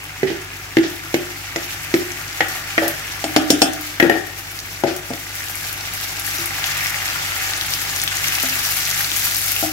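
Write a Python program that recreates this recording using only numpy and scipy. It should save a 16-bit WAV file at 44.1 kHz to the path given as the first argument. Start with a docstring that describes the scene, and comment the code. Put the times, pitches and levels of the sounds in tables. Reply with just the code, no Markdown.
"""Chicken pieces start to fry in a pan: ringing steam bubbles in three sizes, topped by popping pockets of steam.
A steel spoon knocks a plastic bowl empty, raps the pan rim and drops into the bowl, which is set down; then a
wooden spatula stirs and the frying swells. The blows are decaying modes on a noisy rasp. A small hard-walled
kitchen rings through a noise tail; an extractor fan hums with mains tones and air noise.
Two unlike microphone ports follow, with slow gain control."""
import sys
import numpy as np
from scipy import signal
from scipy.fft import rfft, irfft
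from scipy.io import wavfile

SR = 44100
rng = np.random.default_rng(int(sys.argv[2]) if len(sys.argv) > 2 else 0)


def materialize(psi):
    """Save the field psi as 16-bit PCM at rate SR to the path in sys.argv[1].

    A 1-D psi becomes a single channel; in a 2-D psi each row is a channel.
    """
    bounded = np.clip(np.atleast_2d(psi).T, -1, 1)
    quanta = np.round(bounded * 32767).astype(np.int16)
    wavfile.write(sys.argv[1], SR, quanta)


N = 428652
TIME = np.arange(N) / SR

# Swell of the frying, before the gain per bubble size, the room and the port gain:
# time_s, big_bubbles_db, finest_spray_db
FRY_SWELL = [(0.0, -36, -45.5), (0.75, -36.5, -44.5), (1.3, -34.5, -41.5), (2.7, -33, -40.5),
             (3.9, -34, -39.5), (4.3, -36.5, -43), (5.2, -37, -39.5), (5.7, -33.5, -37), (6.2, -33.5, -37),
             (6.73, -28.5, -36), (7.3, -30, -35), (7.8, -33, -33.5), (8.0, -32.5, -35), (8.3, -30, -31.5),
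             (8.95, -31.5, -29.5), (9.4, -34.5, -27.5), (9.72, -36, -28.5)]


def frying():
    """Three sizes of bubble, surging together: big bubbles, middle fizz and fine spray."""
    # bubble sizes: lowest_hz, highest_hz, grains_per_s, cycles_rung, size_spread_db, clumping_db
    bubble_kinds = [(801, 3500, 3200, 13.2, 3.0, 1), (3635, 8520, 7000, 15.8, 2, 2),
                    (8300, 9800, 11000, 2.9, 3.5, 4.5)]
    # level of each bubble size: gain_db
    size_gains = [-0.5, 0.75, 2.5]
    s, big_db, fine_db = np.transpose(FRY_SWELL)
    fizz_db = big_db + 0.59 * (fine_db - big_db) + 1   # lies between the two, lifted 1 dB
    surge = drift(14.7)
    layers = 0
    for kind, db, size_db in zip(bubble_kinds, (big_db, fizz_db, fine_db), size_gains):
        gain = from_db(np.interp(TIME, s, db) + size_db)
        layers = layers + gain * grains(*kind, surge)
    return layers


def grains(low_hz, high_hz, per_s, cycles, spread_db, clump_db, surge, lag=6.0, lag_spread=4.0, count=12):
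    """Steam bubbles burst at random all over the pan, in clumps; each has its own lag (samples) to the right port."""
    # tone of the frying: frequency_hz, density_db_per_hz
    fry_colour = [(290, -43), (500, -5), (649, 3.5), (698, -5.5), (761, 4), (855, -6), (1050, -6),
                  (1230, -2), (2100, 4.5), (3980, -10.5), (6610, -12.5), (9490, -11.5), (10500, -7),
                  (13400, -2), (16000, -4.5)]
    at = np.flatnonzero(rng.random(N) < per_s / SR)
    swell = from_db(clump_db * (0.56 * surge + 0.42 * drift(41)))
    sizes = from_db(spread_db * np.minimum(rng.exponential(1, N), 6))[at]
    sizes = sizes * rng.choice([-1, 1], N)[at] * swell[at]
    lags = np.round(lag + lag_spread * rng.standard_normal(N)[at]).astype(int)
    late = np.clip(at + lags, 0, N - 1)
    dealt = rng.integers(0, count, N)[at]   # each burst goes to one of the pitches
    out = 0
    for k, hz in enumerate(np.geomspace(low_hz, high_hz, 2 * count + 1)[1::2]):
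        clicks, mine = np.zeros((2, N)), dealt == k
        nest = sizes[mine] * from_db(clump_db * drift(23))[at[mine]]   # like bubbles come in nests
        clicks[0, at[mine]] = nest
        np.add.at(clicks[1], late[mine], nest)
        out = out + hz * ring(clicks, hz, cycles)   # small bubbles die sooner: evened to a flat spectrum
    return rms_one(colour(out, fry_colour))


def ring(clicks, hz, cycles):
    """A damped resonance: clicks set a bubble ringing, down 60 dB after so many cycles."""
    radius = from_db(-60 * hz / (cycles * SR))
    angle = 2 * np.pi * hz / SR
    return signal.lfilter([1, 0, -1], [1, -2 * radius * np.cos(angle), radius ** 2], clicks + 1e-18) / 2


def loud_pops():
    """The loudest pockets of steam explode in the oil at set moments."""
    # explosions, before lean, room and port gain: start_s, level_db, pitch_hz
    pop_rows = [(1.8456, -12, 11200), (2.1188, -12, 6200), (2.485, -7, 13400), (2.88, 5.5, 14400),
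                (3.7343, -9, 7540), (3.811, -8, 14000), (4.59, -10, 4460), (4.6014, -14, 5770),
                (4.9645, -5, 12500), (5.5547, -9, 10900), (5.7283, -4.5, 13600), (6.1974, -5, 11600),
                (6.266, -6, 11500), (6.3843, -9.5, 5700), (6.4586, -2.5, 11500), (6.6417, -5, 3200),
                (6.6696, -11, 6430), (6.8598, -11, 2100), (6.8694, -11, 5300), (7.0802, -10, 4360),
                (7.5353, -8, 3890), (7.6118, -6, 3500), (7.7373, -4, 4700), (7.9624, -8, 7000),
                (8.0171, -4, 7200), (8.037, 0, 14100), (8.0773, -6, 3200), (8.1697, -7.5, 6090),
                (8.283, -7.5, 6340), (8.2427, -10, 2860), (8.3228, -10, 2520), (8.3857, -11, 2650),
                (8.428, 2, 12800), (8.527, -11.5, 2620), (8.591, -1.5, 12600), (8.9025, -7, 6700),
                (9.1954, -4, 13200), (9.3665, 2, 13200), (9.564, -9, 2730)]
    return pops(pop_rows)


def chance_pops(count=300, per_s=24, over_spray_db=18.5, spread_db=3):
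    """Lesser pops come by chance, up to per_s at the peak of the spray and more rarely when it is weak."""
    # pitch range of the lesser pops: lowest_hz, highest_hz
    low_hz, high_hz = (3200, 14000)
    when, luck, size, pitch = rng.random((count, 4)).T
    start_s = when * N / SR
    s, _, fine_db = np.transpose(FRY_SWELL)
    spray_db = np.interp(start_s, s, fine_db)
    kept = luck * count * SR / N < per_s * from_db(spray_db - fine_db.max())
    db = spray_db + over_spray_db - spread_db * np.log(1 - 0.86 * size)
    hz = low_hz * (high_hz / low_hz) ** pitch
    return pops(np.transpose([start_s, db, hz])[kept])


def pops(table, lag=6):
    """A pocket of steam explodes: a short ring on a bright snap, then a fizzing spray; lag in samples."""
    # big pockets ring, small ones snap: pitch_hz, cycles_rung, snap_share (gain), spray_share (gain)
    pop_sizes = [(2820, 20, .02, .032), (3200, 10.1, 0.25, 0.11)]
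    out, t = np.zeros((2, N + SR)), np.arange(int(.03 * SR)) / SR
    click = (t == 0) * 1.0
    size_hz, *traits = np.transpose(pop_sizes)
    for s, db, hz in table:
        cycles, snap_share, spray_share = (np.interp(hz, size_hz, trait) for trait in traits)
        snap = ring(click, hz, cycles) + snap_share * ring(click, 11000, 1.5)
        hiss = ring(rng.standard_normal((2, len(t))), hz, 2.5)
        spray = spray_share * hiss * from_db(-60 * t / .035)
        pan_db = 3 + 2.5 * rng.standard_normal()   # leans left, with scatter
        for ch, side in enumerate((1, -1)):
            i = round(s * SR) + ch * lag
            out[ch, i:i + len(t)] += (snap + spray[ch]) * from_db(db + side * pan_db / 2)
    return out[:, :N]


def bowl():
    """The plastic bowl is knocked by the spoon, scraped, has the spoon dropped into it and is set down."""
    # The next three tables share their columns; levels come before panning, room and port gain:
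    # start_s, level_db, main_mode_hz, then tilt_db against that mode at three higher frequencies
    bowl_blows = [(0.231, -8, 384, -20, -9, -23), (0.302, -19.5, 338, -7.5, -11, -11),
                  (0.769, -6, 332, -17, -5, -15), (0.785, -13, 343, -33, -4, -14),
                  (1.142, -10, 351, -13.5, -5.5, -6.5), (1.56, -19, 347, -2, 0.5, 1),
                  (1.94, -9, 348, -14.5, -4, -10), (2.406, -24.5, 364, 9, 19, 2.5),
                  (2.779, -18.5, 332, 9, 11.5, -6.5), (4.026, -6, 344, -13, -6, -14),
                  (4.837, -11.5, 364.5, 0, -8, -12.5), (5.105, -25, 257, 3.5, -17, -12),
                  (5.135, -31.5, 314, 0, 3, 5)]
    # the loose spoon lands in the bowl and tinkles
    spoon_drops = [(3.9995, -14, 305, 1, 12.4, -8), (4.097, -12.5, 415, 2.5, 4, -11)]
    # the spoon or the bowl slides on after a blow
    scrapes = [(0.269, -18, 363, -20, 6.5, -1), (0.829, -17.5, 289, -5, 2, 3.5),
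               (2.414, -23, 307, -8, 14, -9), (2.816, -15, 332, 6.5, -3, -3), (2.859, -23, 340, -4, 8, -1),
               (4.037, -3.5, 341.6, -3.5, -11, -20), (4.111, -13.5, 320, -8, 3, -9),
               (4.149, -17, 340, -1, -7, -5), (4.867, -15.5, 340, 2, 0.5, 0.5)]
    # other modes, the three highest being the spoon's own: rest_hz, level_db, t60_s
    bowl_modes = [(145, -18, .15), (175, -18, .1), (270, -10, .08), (470, -4, .07), (570, -5, .07),
                  (670, -6, .07), (780, -8, .06), (1230, -9, .03), (1500, -9, .03), (1800, -5, .05),
                  (1950, -3, .06), (2150, -6, .04), (2450, -10, .03), (3300, -10, .02), (4650, -11, .02),
                  (6100, -11, .03), (7200, -12, .1), (11400, -9, .12), (12900, -13, .1)]
    main_t60 = .13
    out = blows(bowl_blows, bowl_modes, main_t60, rasp_db=12.5, rasp_t60=.038, fall_db=-12.0,
                bend=0.036, lag_s=0.00025, rise_s=0.00035)
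    out += blows(spoon_drops, bowl_modes, main_t60, rasp_db=12.4, rasp_t60=.038, fall_db=4.4,
                 bend=0.026, lag_s=0.00022, rise_s=0.00035)
    out += blows(scrapes, bowl_modes, main_t60, rasp_db=4.4, rasp_t60=.26, fall_db=-27.0,
                 bend=0.033, lag_s=0.00017, rise_s=0.008)
    return out


def pan():
    """The pan rings longer than the bowl, brightly under the spoon and dully under the wooden spatula."""
    # spoon on the rim: start_s, level_db, main_mode_hz, then tilt_db at three higher frequencies
    rim_raps = [(3.241, -22, 308, -2, -5, -5), (3.363, -6.5, 304.4, -5, -4.5, -7.5),
                (3.503, -8.5, 297, -6.5, -8, 0), (3.618, -10.5, 304, 1.5, -5.5, 2.5)]
    # soft wood wakes mainly the low modes: start_s, level_db, main_mode_hz, tilt_db at the first frequency
    spatula_blows = [(6.388, -36.5, 341, -11.5), (8.434, -34, 259, 7), (9.627, -23.5, 312, 3.5)]
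    # other modes: rest_hz, level_db, t60_s
    pan_modes = [(140, -21, .2), (272, -9, .25), (600, -8, .1), (675, -5, .15), (765, -6, .12),
                 (1390, -9, .06), (2040, -9, .08), (2690, -9, .08), (3040, -10, .08), (3310, -11, .08),
                 (4320, -12, .08), (5070, -6, .11), (5340, -10, .07), (5560, -10, .08), (6010, -12, .05),
                 (6990, -6, .09), (7570, -10, .06), (8500, -3, .14), (10000, -7, .1), (12400, -9, .07)]
    main_t60 = .37
    out = blows(rim_raps, pan_modes, main_t60, rasp_db=17.6, rasp_t60=.038, fall_db=-9.0,
                bend=0.0045, lag_s=.0001, rise_s=0.00017)
    out += blows(spatula_blows, pan_modes, main_t60, rasp_db=12.6, rasp_t60=.038, fall_db=-13.0,
                 bend=0.0031, lag_s=.0001, rise_s=0.00047)
    return out


def blows(table, modes, main_t60, rasp_db, rasp_t60, fall_db, bend, lag_s, rise_s):
    """Each blow rings the main low mode and the other ones, bent in pitch by the grip, on a noisy rasp."""
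    # where the tilt columns of a blow apply: frequency_hz
    tilt_hz = [700, 2000, 5500]
    # the hands work from right to left: time_s, left_over_right_db
    hand_path = [(0.2, -4), (0.8, -1), (2.8, 0), (4, 3.5), (5.1, 3)]
    # the rasp is weak between the low and the middle modes: frequency_hz, gain_db
    rasp_gap = [(800, 0.5), (1050, -9), (1500, -1.5), (1700, 0)]
    out, t = np.zeros((2, N + SR)), np.arange(int(.4 * SR)) / SR
    rest_hz, mode_db, t60 = np.transpose(modes)[:, :, None]
    heard = np.clip(t - np.array([[[0]], [[lag_s]]]), 0, None)   # the right port is farther
    port_time = heard[:, 0]
    for s, db, main_hz, *tilt_db in table:
        hardness = [(350, 0), *zip(tilt_hz, tilt_db)]
        top_hz, top_db = hardness[-1]
        hardness.append((2.54 * top_hz, top_db + fall_db))   # slope above the last column

        level, turn, shift = rng.standard_normal((3, 2, len(modes), 1))
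        hz = rest_hz * (1 + bend * shift[0] * (rest_hz < 6500))
        strength = from_db(mode_db + at_hz(hardness, hz) + 3.9 * level - 60 * heard / t60)
        turn = turn * np.clip(hz / 1500, 0, 2)   # short waves radiate in lobes
        sound = np.sum(strength * np.sin(2 * np.pi * hz * heard + turn), axis=1) * (port_time > 0)

        # a round body splits its main low mode in two
        twins = np.sin(2 * np.pi * main_hz * port_time)
        twins += 0.16 * np.sin(2 * np.pi * 1.07 * main_hz * port_time)
        sound += twins * from_db(-60 * port_time / main_t60)

        dying = from_db(-60 * t / rasp_t60) + 0.8 * from_db(-60 * t / 0.0085)   # the first contact cracks
        rasp = alike_noise(len(t)) * from_db(rasp_db) * dying
        tilt = [(f, rel_db - 10 * np.log10(f / 350)) for f, rel_db in hardness]   # band level to level per Hz
        sound += colour(colour(rasp, [(60, -40), (180, -16), *tilt]), rasp_gap)

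        pan_db = np.interp(s, *np.transpose(hand_path))
        port_gain = from_db(db + np.array([[.5], [-.5]]) * pan_db)
        i = round(s * SR)
        out[:, i:i + len(t)] += sound * (1 - np.exp(-t / rise_s)) * port_gain
    return out[:, :N]


def kitchen(x):
    """Reverberation of hard walls: a noise tail that dies band by band."""
    # decay of the room: frequency_hz, t60_s
    room_decay = [(150, 0.5), (400, 0.5), (1500, 0.45), (4000, 0.22), (12000, 0.19)]
    t, tail = np.arange(int(.6 * SR)) / SR, 0
    edges = 60 * 2.0 ** np.arange(9)   # octave bands
    white = alike_noise(len(t))
    for low, high in zip(edges, np.append(edges[1:], 19000)):
        band = signal.sosfilt(signal.butter(2, [low, high], "band", fs=SR, output="sos"), white)
        tail = tail + band * from_db(-60 * t / at_hz(room_decay, low * np.sqrt(2)))
    tail = tail * (1 - np.exp(-t / 0.0036)) / np.sqrt(np.sum(tail ** 2) / 2)   # reflections build up
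    return signal.oaconvolve(x, tail, axes=1)[:, :N]


def fan():
    """The extractor: mains tones that waver slightly in level, over steady air noise."""
    # mains tones, before port gain: frequency_hz, rms_level_db
    mains_tones = [(49.7, -47.5), (99.4, -44.5), (149.1, -56)]
    # tone of the air noise: frequency_hz, density_db_per_hz
    air_colour = [(25, -51), (45, -22), (60, -9), (82, -0.5), (103, -7), (128, -9.5), (145, 0.5),
                  (165, -6.5), (215, -18), (241, -12.5), (300, -7.5), (529, -18), (760, -15.5), (1060, -16),
                  (1300, -17), (1800, -27)]
    tones = 0
    for hz, db in mains_tones:
        amplitude = np.sqrt(2) * from_db(db + .5 * drift(1.3))
        tones = tones + amplitude * np.sin(2 * np.pi * (hz * TIME + rng.random()))
    air = rms_one(colour(alike_noise(N), air_colour, size=8192))
    return tones + from_db(-41) * air


def alike_noise(length):
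    """Stereo white noise that is alike in both ports in the bass: a shared mid plus an opposed side."""
    # left-right likeness: frequency_hz, correlation (0 to 1)
    port_likeness = [(100, 1), (300, 0.68), (700, 0.7), (1300, 0.04)]
    mid, side = rng.standard_normal((2, length))
    side_share = [(f, 10 * np.log10((1 - min(c, .99)) / (1 + c))) for f, c in port_likeness]
    return mid + colour(side, side_share) * [[1], [-1]]


def drift(rate):
    """Slow chance of rms 1: noise at every 40th sample through a double one-pole low-pass at rate (Hz)."""
    r = np.exp(-80 * np.pi * rate / SR)
    noise = rng.standard_normal(N // 40 + 2002)
    slow = signal.lfilter([1], [1, -2 * r, r * r], noise)[2000:]   # skip the settling
    return np.interp(np.arange(N) / 40, np.arange(len(slow)), rms_one(slow))


def colour(x, spectrum, size=2048):
    """Causal (minimum-phase) filter with the given (Hz, dB) response, by folding its cepstrum."""
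    log_gain = np.log(from_db(at_hz(spectrum, np.fft.rfftfreq(size, 1 / SR) + 1)))
    cepstrum = irfft(log_gain)
    cepstrum[1:size // 2] *= 2
    cepstrum[size // 2 + 1:] = 0
    taps = irfft(np.exp(rfft(cepstrum)))
    taps = taps.reshape((1,) * (x.ndim - 1) + (-1,))
    return signal.oaconvolve(x, taps, axes=-1)[..., :x.shape[-1]]


def at_hz(points, hz):
    """Read a (Hz, value) table on a log-frequency axis."""
    table_hz, values = np.transpose(points)
    return np.interp(np.log(hz), np.log(table_hz), values)


def from_db(db):
    """Gain of a level in dB."""
    return 10 ** (np.asarray(db) / 20)


def rms_one(x):
    """Scale to rms 1."""
    return x / np.sqrt(np.mean(x ** 2) + 1e-20)


def scene():
    """Frying and blows sound directly and set the room ringing; the fan is added without reverberation."""
    fry = frying() + loud_pops() + chance_pops()
    knocks = bowl() + pan()
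    bass_cut = signal.butter(3, 130, "high", fs=SR, output="sos")   # the knocks carry no deep bass
    knocks = signal.sosfilt(bass_cut, knocks)
    room = kitchen(from_db(-4.0) * fry + from_db(-4.5) * knocks)
    return fry + knocks + room + fan()


def record(dry, knee_db=-26.5, slope=0.26, release_db_per_s=4.0, start_db=-11.0, makeup_db=5.0):
    """Port colour, gain control that ducks after loud blows and creeps back, bass cut, clipping, top cut."""
    # right port against left port: frequency_hz, gain_db
    right_port = [(60, -3), (400, 0), (750, 0.5), (1700, -3), (2600, -1), (4000, 0.5), (6000, 1.5),
                  (7200, -0.5), (8500, -12), (9500, -38), (11500, -7.5), (13000, -14), (15500, 2)]
    x = np.array([dry[0], colour(dry[1], right_port)])
    power = signal.lfilter([.001], [1, -.999], np.mean(x ** 2, axis=0))
    level_db = 10 * np.log10(power + 1e-12)
    level_db[0] = start_db   # a blow shortly before has left the gain low
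    released_db = release_db_per_s * TIME
    held_db = np.maximum.accumulate(level_db + released_db) - released_db   # peak hold that sinks steadily
    x = x * from_db(makeup_db - slope * np.clip(held_db - knee_db, 0, None))
    x = signal.sosfilt(signal.butter(2, 40, "high", fs=SR, output="sos"), x)
    top_cut = signal.ellip(14, .2, 65, 15800, fs=SR, output="sos")
    return signal.sosfilt(top_cut, np.clip(x, -1, 1))


dry = scene()
out = record(dry)
materialize(out)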